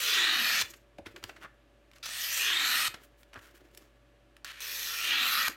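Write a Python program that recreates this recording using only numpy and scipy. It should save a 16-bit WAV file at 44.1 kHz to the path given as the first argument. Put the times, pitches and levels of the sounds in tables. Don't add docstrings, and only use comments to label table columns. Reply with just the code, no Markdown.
import sys
import numpy as np
from scipy import signal
from scipy.fft import rfft, irfft, next_fast_len
from scipy.io import wavfile
from scipy.ndimage import map_coordinates

SR = 44100
rng = np.random.default_rng(int(sys.argv[2]) if len(sys.argv) > 2 else 0)


def digitize_waveform(pressure):
    field = np.atleast_2d(pressure).T
    bounded = np.clip(field, -1, 1)
    quanta = np.round(bounded * 32767).astype(np.int16)
    wavfile.write(sys.argv[1], SR, quanta)


N = 245195

# pitch_hz, level_db
HUM_PARTIALS = [(53, -66), (120, -73.5), (576, -71.5), (1152, -85.5), (1696, -83)]
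# (per Hz, relative)
AIR_COLOUR = [(15, -36.5), (25, -15), (123, -3.5), (170, -11.5), (309, -0.5), (489, -8.5), (575, -5),
              (863, -13), (1560, -13.5), (1700, -12), (2050, -15.5), (2840, -15.5), (4870, -26),
              (14000, -36.5), (16000, -47.5)]
# start_s, run_s, end_s, sheet_swell_s, sheet_bite_db, sheet_run_db, rasp_bite_db, rasp_run_db,
# hiss_bite_db, hiss_run_db, hiss_missing_at_contact_db, best_glide_at (share of run, 0-1),
# strip_against_sheet_db, hollow_ring_db, stub_bending_hz, blade_resonance_at_run_hz, rasp_hz,
# late_hiss_hz, treble_gap_at_glide_hz
CUTS = [(0.0, 0.01, 0.627, .17, -34.8, -26.8, -37, -32, -32.5, -35.6, 6, .47, -20, -24, 540, 3100, 5600, 13300, 7700),
        (2.027, 2.29, 2.884, .26, -39.5, -27.8, -40, -32, -40.8, -33.7, 25, .45, -21.5, -10, 680, 2500, 7000, 12000, 12500),
        (4.602, 4.98, 5.486, .15, -39.3, -28.4, -40.5, -36, -42.5, -33.8, 13, .32, -22.5, -7, 430, 2650, 6000, 12300, 12000)]
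# (per Hz, relative)
SHEET_COLOUR = [(150, -41), (600, -19.5), (920, -14), (1100, -9.5), (1300, -1.5), (1560, -1.5), (1900, 5.5),
                (2090, -3.5), (2350, 3), (3000, -1), (4300, -6.5), (4900, -23), (6500, -38.5),
                (12000, -77.5)]
RASP_COLOUR = [(2000, -38), (4200, -2.5), (5000, -3.5), (6100, -3), (7500, -8.5), (9300, -9),
               (10500, -16.5), (13000, -35.5)]
HISS_COLOUR = [(8000, -27.5), (10500, -13), (11700, -1.5), (12500, -3), (13800, -8.5), (15800, -13.5)]
# start_s, level_db, t60_s
CATCHES = [(0.612, -26.5, .05), (2.057, -34.5, 0.049), (2.065, -34, 0.0089), (2.091, -34, .01),
           (2.879, -33.5, 0.008), (4.446, -34, 0.027), (4.606, -44, 0.032), (5.4815, -19, 0.013)]
# (per Hz, relative)
CATCH_COLOUR = [(200, -18), (800, -8), (1400, 3), (2200, -7.5), (4000, 1), (5200, -4), (10000, -11),
                (12500, -11), (15800, -13)]
# peak_s, rustle_db, crinkle_db, rise_s, t60_s
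RUSTLES = [(.635, -52.5, -53, .02, 0.34), (0.686, -62, -52, 0.042, 0.24), (1.074, -55, -72, 0.031, 1.06),
           (1.289, -62, -67, 0.17, 0.3), (1.431, -60, -77, .1, 0.17), (1.982, -75, -77, 0.29, 0.76),
           (2.9, -57.5, -76, 0.018, 0.4), (2.96, -53, -80, .015, 0.29), (3.018, -64.5, -69, .06, 0.36),
           (3.395, -66, -67.5, .15, 0.74), (3.49, -63, -82, .12, 1.6), (3.82, -60, -72.5, 0.31, 0.42),
           (5.498, -44, -43.5, .01, 0.093)]
# (per Hz, relative)
RUSTLE_COLOUR = [(100, -24), (330, 17.5), (800, 0.5), (1400, 2.5), (2800, -1), (4300, -7), (7000, -18)]
CRINKLE_COLOUR = [(2500, -26), (4500, -3.5), (7000, 3.5), (10000, -10.5), (12500, -0.5), (15800, -12)]
# start_s, level_db, pitch_hz, t60_s
POPS = [(.631, -43.5, 85, 0.057), (.986, -37.5, 593, .08), (.991, -40, 318, 0.059), (1.01, -50, 90, 0.13),
        (1.066, -37.5, 320, 0.041), (1.067, -48, 99, .12), (1.142, -48.5, 346, .14),
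        (1.244, -50, 258, .046), (1.245, -42, 106, 0.051), (2.885, -44, 120, 0.037),
        (3.36, -47.5, 257, .088), (3.37, -44, 104, 0.067), (3.616, -52, 380, .09), (5.493, -40, 283, .06)]
# peak_s, level_db, brightness_db (per octave above 1 kHz), t60_s
SNAPS = [(.738, -45.5, 3, 0.043), (0.985, -49, 1.5, 0.037), (1.062, -41.5, 0, .065),
         (1.068, -42.5, 1, 0.034), (1.163, -36.5, -1, 0.027), (1.229, -43, -1, 0.02),
         (1.2397, -28.5, 4.5, .011), (1.242, -42.5, -5, .05), (1.295, -36.5, -2, 0.036),
         (1.365, -48, -0.5, 0.056), (1.915, -53.5, 3, .014), (1.935, -56.5, 2.5, .047),
         (1.961, -54.5, 3, 0.096), (1.984, -50, 4, 0.01), (2.943, -36, 0.5, 0.039), (3.232, -52, 3.5, .02),
         (3.333, -46.5, 1, 0.031), (3.342, -43, 2, 0.011), (3.359, -42, -6, .03), (3.392, -49.5, 1, .02),
         (3.749, -48, 6.5, 0.016), (3.775, -41, 8, 0.02), (4.367, -49.5, 4.5, 0.017)]
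# (per Hz, relative)
SNAP_COLOUR = [(100, -5), (400, -4), (900, -3), (1400, 4.5), (2000, 2.5), (3000, -1.5), (4000, -6.5),
               (5200, -10), (10000, -20.5), (12500, -22), (15800, -30)]
# peak_s, level_db, bell_width_s, brightness_db (per octave above 1 kHz)
SLIDES = [(1.433, -47.5, 0.013, 5.5), (1.452, -44, 0.0087, -1.5), (3.041, -56, 0.01, 13),
          (3.205, -63, 0.019, 14.5), (3.366, -48, 0.014, 2), (3.453, -56.5, 0.026, 9),
          (3.565, -57, 0.012, 11)]
# (per Hz, relative)
SLIDE_COLOUR = [(100, -4), (500, -4.5), (900, -0.5), (1450, 7.5), (2100, -3), (3200, -11.5), (5000, -24),
                (15000, -43.5)]
# start_s, length_s, level_db
SCRAPES = [(4.45, 0.074, -46.5), (4.525, 0.077, -52)]
# frequency_hz, t60_s
ROOM_DECAY = [(200, 0.1976), (2000, 0.3), (6000, 0.18), (14000, 0.2)]

ATTACK_S, RELEASE_S, SPEED_UP_S = 0.0028, 0.0027, 0.094
BITE_DB_PER_S, RASP_BITE_DB_PER_S, HISS_BITE_DB_PER_S = 6.5, 3, -22.5
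SHEET_FADE_DB, RASP_FADE_DB, STRIP_FADE_DB = -2.5, -4.5, -6.5
EXIT_DB, EXIT_S = 0.5, 0.07
HISS_LAG_S, SHEET_LAG_SHARE, RASP_LAG_SHARE = .2, .12, 0.27
GLIDE_WIDTH, GLIDE_RASP_DB, GLIDE_HISS_DB = 0.17, -6.5, -10.5
NOTCH_OCTAVES, NOTCH_WIDTH, NOTCH_DB = 2.3, 0.31, -3
HISS_PEAK_AT, HISS_PEAK_WIDTH, HISS_PEAK_DB, HISS_FADE_DB = 0.65, .2, 5.9, -11.5
HISS_START_HZ = 14800
BITE_HZ, BLADE_RISE_HZ = 3600, 2200
BLADE_DB, BLADE_PEAK_DB, BLADE_PEAK_AT, BLADE_WIDTH = -12, 9, 0.4, 0.24
STRIP_END_HZ, STRIP_BITE_DB = 197.6, -6
TOP_HZ = 16000


def amp(db):
    return 10 ** (np.asarray(db) / 20)


def unit(x):
    return x / np.sqrt(np.mean(x ** 2) + 1e-20)


def along(points, hz):
    f, v = np.transpose(points)
    return np.interp(np.log(hz + 1), np.log(f + 1), v)


def bump(x, centre, width):
    return np.exp(-.5 * ((x - centre) / width) ** 2)


def wobble(rate, size):
    knots = rng.standard_normal(int(size * rate / SR) + 4)
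    return map_coordinates(knots, [np.arange(size) * rate / SR])


def coloured(x, spectrum, tilt_db=0):
    size = next_fast_len(len(x) + 4096)
    hz = np.fft.rfftfreq(size, 1 / SR)
    tilt = tilt_db * np.log2(np.maximum(hz / 1000, 1))
    gain = amp(along(spectrum, hz) + tilt)
    return unit(irfft(rfft(x, size) * gain, size)[:len(x)])


def resonate(x, t, centre_hz, q):
    hz, s, z = signal.stft(x, SR, nperseg=1024, noverlap=896)
    ratio = (hz[:, None] + 1) / np.interp(s + t[0], t, centre_hz)
    z = z / (1 + 1j * q * (ratio - 1 / ratio))
    return unit(signal.istft(z, SR, nperseg=1024, noverlap=896)[1][:len(x)])


def notched(x, t, centre_hz, depth_db):
    hz, s, z = signal.stft(x, SR, nperseg=512, noverlap=384)
    octaves = np.log2((hz[:, None] + 1) / np.interp(s + t[0], t, centre_hz))
    dip_db = np.interp(s + t[0], t, depth_db) * bump(octaves, 0, NOTCH_WIDTH)
    return signal.istft(z * amp(dip_db), SR, nperseg=512, noverlap=384)[1][:len(x)]


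def add(track, s, sound):
    part = track[max(0, round(s * SR)):][:len(sound)]
    part += sound[:len(part)]


def background():
    t = np.arange(N) / SR
    hum = np.zeros(N)
    for hz, db in HUM_PARTIALS:
        level = amp(db + 0.79 * wobble(2.9, N)) * np.sqrt(2)
        hum += level * np.sin(2 * np.pi * hz * t + 0.5 * wobble(4.1, N))
    return hum + amp(-66.5) * coloured(rng.standard_normal(N), AIR_COLOUR)


def stroke(start, end):
    t = np.arange(start, end, 1 / SR)
    return t, np.clip(np.minimum((t - start) / ATTACK_S, (end - t) / RELEASE_S), 0, 1)


def fibres(size, rate, spread_db):
    happens = rng.random(size) < rate / SR
    strength = amp(spread_db * np.clip(rng.standard_normal(size), -2, 2)) / np.sqrt(rate)
    return unit(happens * rng.choice([-1, 1], size) * strength)


def flexing(x, depth_db, width_hz, life):
    hz, s, z = signal.stft(x, SR, nperseg=1024, noverlap=768)
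    grid = np.meshgrid(hz / width_hz, s / life, indexing="ij")
    field = map_coordinates(rng.standard_normal(size=(400, 40)), grid, mode="wrap")
    return unit(signal.istft(z * amp(depth_db * field), SR, nperseg=1024, noverlap=768)[1][:len(x)])


def shaken_sheet(snaps, t, blade_hz, blade_db, hollow_db):
    body = coloured(snaps, SHEET_COLOUR)
    loose = np.clip(np.linspace(-2, 1.4, len(t)), 0, 1)
    ring_hz = np.full(len(t), 1220)
    hollow = loose * resonate(resonate(body, t, ring_hz, q=2.1), t, ring_hz, q=2.0)
    at_blade = resonate(body, t, blade_hz * np.exp(.03 * wobble(25, len(t))), q=6)
    return unit(body + amp(blade_db) * at_blade + amp(hollow_db) * hollow)


def fluttering_strip(grip, t, bend_hz):
    flutter = grip * rng.standard_normal(len(t))
    first_mode = resonate(resonate(flutter, t, bend_hz, q=2.5), t, bend_hz, q=3.6)
    second_mode = resonate(flutter, t, 2.75 * bend_hz, q=12)
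    return first_mode + amp(-1) * second_mode


def edge_treble(snaps, t, rasp_db, hiss_db, rasp_hz, hiss_hz, gap_hz, gap_db):
    angle = np.exp(0.18 * wobble(13, len(t)))
    rasp, hiss = coloured(snaps, RASP_COLOUR), coloured(snaps, HISS_COLOUR)
    rasp = unit(rasp + amp(-4) * resonate(rasp, t, rasp_hz * angle, q=5))
    hiss = unit(hiss + amp(-5.0) * resonate(hiss, t, hiss_hz * angle ** 0.31, q=12))
    mix = amp(rasp_db) * rasp + amp(hiss_db) * hiss
    return notched(mix, t, gap_hz * angle ** .5, gap_db)


def cutting():
    out = np.zeros(N)
    for (start, run, end, swell_s, sheet_bite_db, sheet_run_db, rasp_bite_db, rasp_run_db,
         hiss_bite_db, hiss_run_db, lag_db, glide_at, strip_db, hollow_db, stub_hz, run_hz,
         rasp_hz, late_hz, notch_hz) in CUTS:
        t, gate = stroke(start, end)
        wait = np.maximum(run - t, 0)
        speed = np.clip((t - run) / SPEED_UP_S, 0, 1)
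        progress = np.clip((t - run) / (end - run), 0, 1)
        swell = np.clip((t - run) / swell_s, 0, 1)
        contact_db = np.interp(t - start, [0, HISS_LAG_S], [-lag_db, 0])
        glide = bump(progress, glide_at, GLIDE_WIDTH)

        sheet_db = (np.interp(swell, [0, 1], [sheet_bite_db, sheet_run_db])
                    - BITE_DB_PER_S * wait + SHEET_FADE_DB * progress + SHEET_LAG_SHARE * contact_db)
        rasp_db = (np.interp(speed, [0, 1], [rasp_bite_db, rasp_run_db])
                   - RASP_BITE_DB_PER_S * wait + RASP_FADE_DB * progress + RASP_LAG_SHARE * contact_db
                   + GLIDE_RASP_DB * glide + EXIT_DB * np.exp((t - end) / EXIT_S))
        hiss_db = (np.interp(speed, [0, 1], [hiss_bite_db, hiss_run_db])
                   - HISS_BITE_DB_PER_S * wait + HISS_FADE_DB * progress + contact_db
                   + GLIDE_HISS_DB * glide
                   + HISS_PEAK_DB * bump(progress, HISS_PEAK_AT, HISS_PEAK_WIDTH))
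        blade_db = BLADE_DB + BLADE_PEAK_DB * bump(progress, BLADE_PEAK_AT, BLADE_WIDTH)
        bend_db = strip_db + STRIP_BITE_DB * (1 - swell) + STRIP_FADE_DB * progress

        blade_hz = np.interp(wait, [0, SPEED_UP_S], [run_hz, BITE_HZ]) + BLADE_RISE_HZ * progress
        bend_hz = 1 / np.interp(progress, [0, 1], [1 / stub_hz, 1 / STRIP_END_HZ])
        hiss_hz = np.interp(progress, [0, HISS_PEAK_AT], [HISS_START_HZ, late_hz])
        gap_hz = notch_hz * 2 ** (NOTCH_OCTAVES * (glide_at - progress))

        grip = unit(amp(0.6 * wobble(69.75, len(t)) + 1.2 * wobble(500, len(t))))
        density = np.interp(sheet_db, [-52, -30], [4000, 30000])
        snaps = grip * fibres(len(t), rate=density, spread_db=0.54)
        snaps = flexing(snaps, depth_db=2.6, width_hz=110, life=.11)

        sheet = shaken_sheet(snaps, t, blade_hz, blade_db, hollow_db)
        strip = fluttering_strip(grip, t, bend_hz)
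        treble = edge_treble(snaps, t, rasp_db, hiss_db, rasp_hz, hiss_hz, gap_hz, NOTCH_DB * glide)
        add(out, t[0], gate * (amp(sheet_db) * (sheet + amp(bend_db) * strip) + treble))
    return out


def room(x):
    hz, t, z = signal.stft(rng.standard_normal(SR // 2), SR, nperseg=256)
    decay = amp(-60 * t / along(ROOM_DECAY, hz)[:, None])
    tail = signal.istft(z * decay, SR, nperseg=256)[1]
    tail = np.pad(tail / np.linalg.norm(tail), (SR // 200, 0))
    return signal.fftconvolve(x, tail)[:N]


def catches():
    out, t = np.zeros(N), np.arange(SR // 10) / SR
    for s, db, t60 in CATCHES:
        tick = coloured(rng.standard_normal(len(t)), CATCH_COLOUR)
        add(out, s, amp(db - 60 * t / t60) * tick)
    return out


def rustling():
    out = np.zeros(N)
    for s, rustle_db, crinkle_db, rise, t60 in RUSTLES:
        t = np.arange(-rise, t60, 1 / SR)
        swell = amp(np.minimum(30 * t / rise, -60 * t / t60))
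        uneven = unit(amp(5.4 * wobble(78.6, len(t))))
        creases = fibres(len(t), rate=4400, spread_db=2) * uneven
        rustle = amp(rustle_db) * coloured(creases, RUSTLE_COLOUR)
        crinkle = amp(crinkle_db) * coloured(creases, CRINKLE_COLOUR)
        add(out, s - rise, swell * (rustle + crinkle))
    return out


def pops():
    out, t = np.zeros(N), np.arange(SR // 5) / SR
    for s, db, hz, t60 in POPS:
        wavering_hz = hz * np.exp(.13 * wobble(350, len(t)))
        phase = 2 * np.pi * np.cumsum(wavering_hz) / SR
        onset = 1 - np.exp(-t / 0.0003)
        add(out, s, amp(db - 60 * t / t60) * onset * np.sin(phase))
    return out


def crackles():
    out, t = np.zeros(N), np.arange(SR // 5) / SR
    lead = .012
    for s, db, bright_db, t60 in SNAPS:
        shape_db = np.minimum(240 * (t - lead) / t60, -60 * (t - lead) / t60)
        snap = coloured(rng.standard_normal(len(t)), SNAP_COLOUR, bright_db)
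        add(out, s - lead, amp(db + shape_db) * snap)
    return out


def slides():
    out, t = np.zeros(N), np.arange(SR // 5) / SR
    for s, db, width, bright_db in SLIDES:
        swell = bump(t, t.mean(), width)
        grains = fibres(len(t), rate=4000, spread_db=6.5)
        add(out, s - t.mean(), amp(db) * swell * coloured(grains, SLIDE_COLOUR, bright_db))
    return out


def scraping():
    out = np.zeros(N)
    for s, length, db in SCRAPES:
        t, gate = stroke(s, s + length)
        snaps = fibres(len(t), rate=4000, spread_db=3)
        sheet = coloured(snaps, SHEET_COLOUR)
        rasp = amp(-10) * coloured(snaps, RASP_COLOUR)
        hiss = amp(-17) * coloured(snaps, HISS_COLOUR)
        add(out, s, amp(db) * gate * (sheet + rasp + hiss))
    return out


def scene():
    paper = cutting() + catches() + rustling() + pops() + crackles() + slides() + scraping()
    return (background() + paper + amp(-12.0) * room(paper))[None]


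def record(dry):
    size = next_fast_len(N + 4096)
    hz = np.fft.rfftfreq(size, 1 / SR)
    bass = 1 - np.exp(-(hz / 36) ** 4)
    top = np.clip((TOP_HZ - hz) / 200 + .5, 0, 1)
    return irfft(rfft(dry, size) * bass * top, size)[:, :N]


dry = scene()
out = record(dry)
digitize_waveform(out)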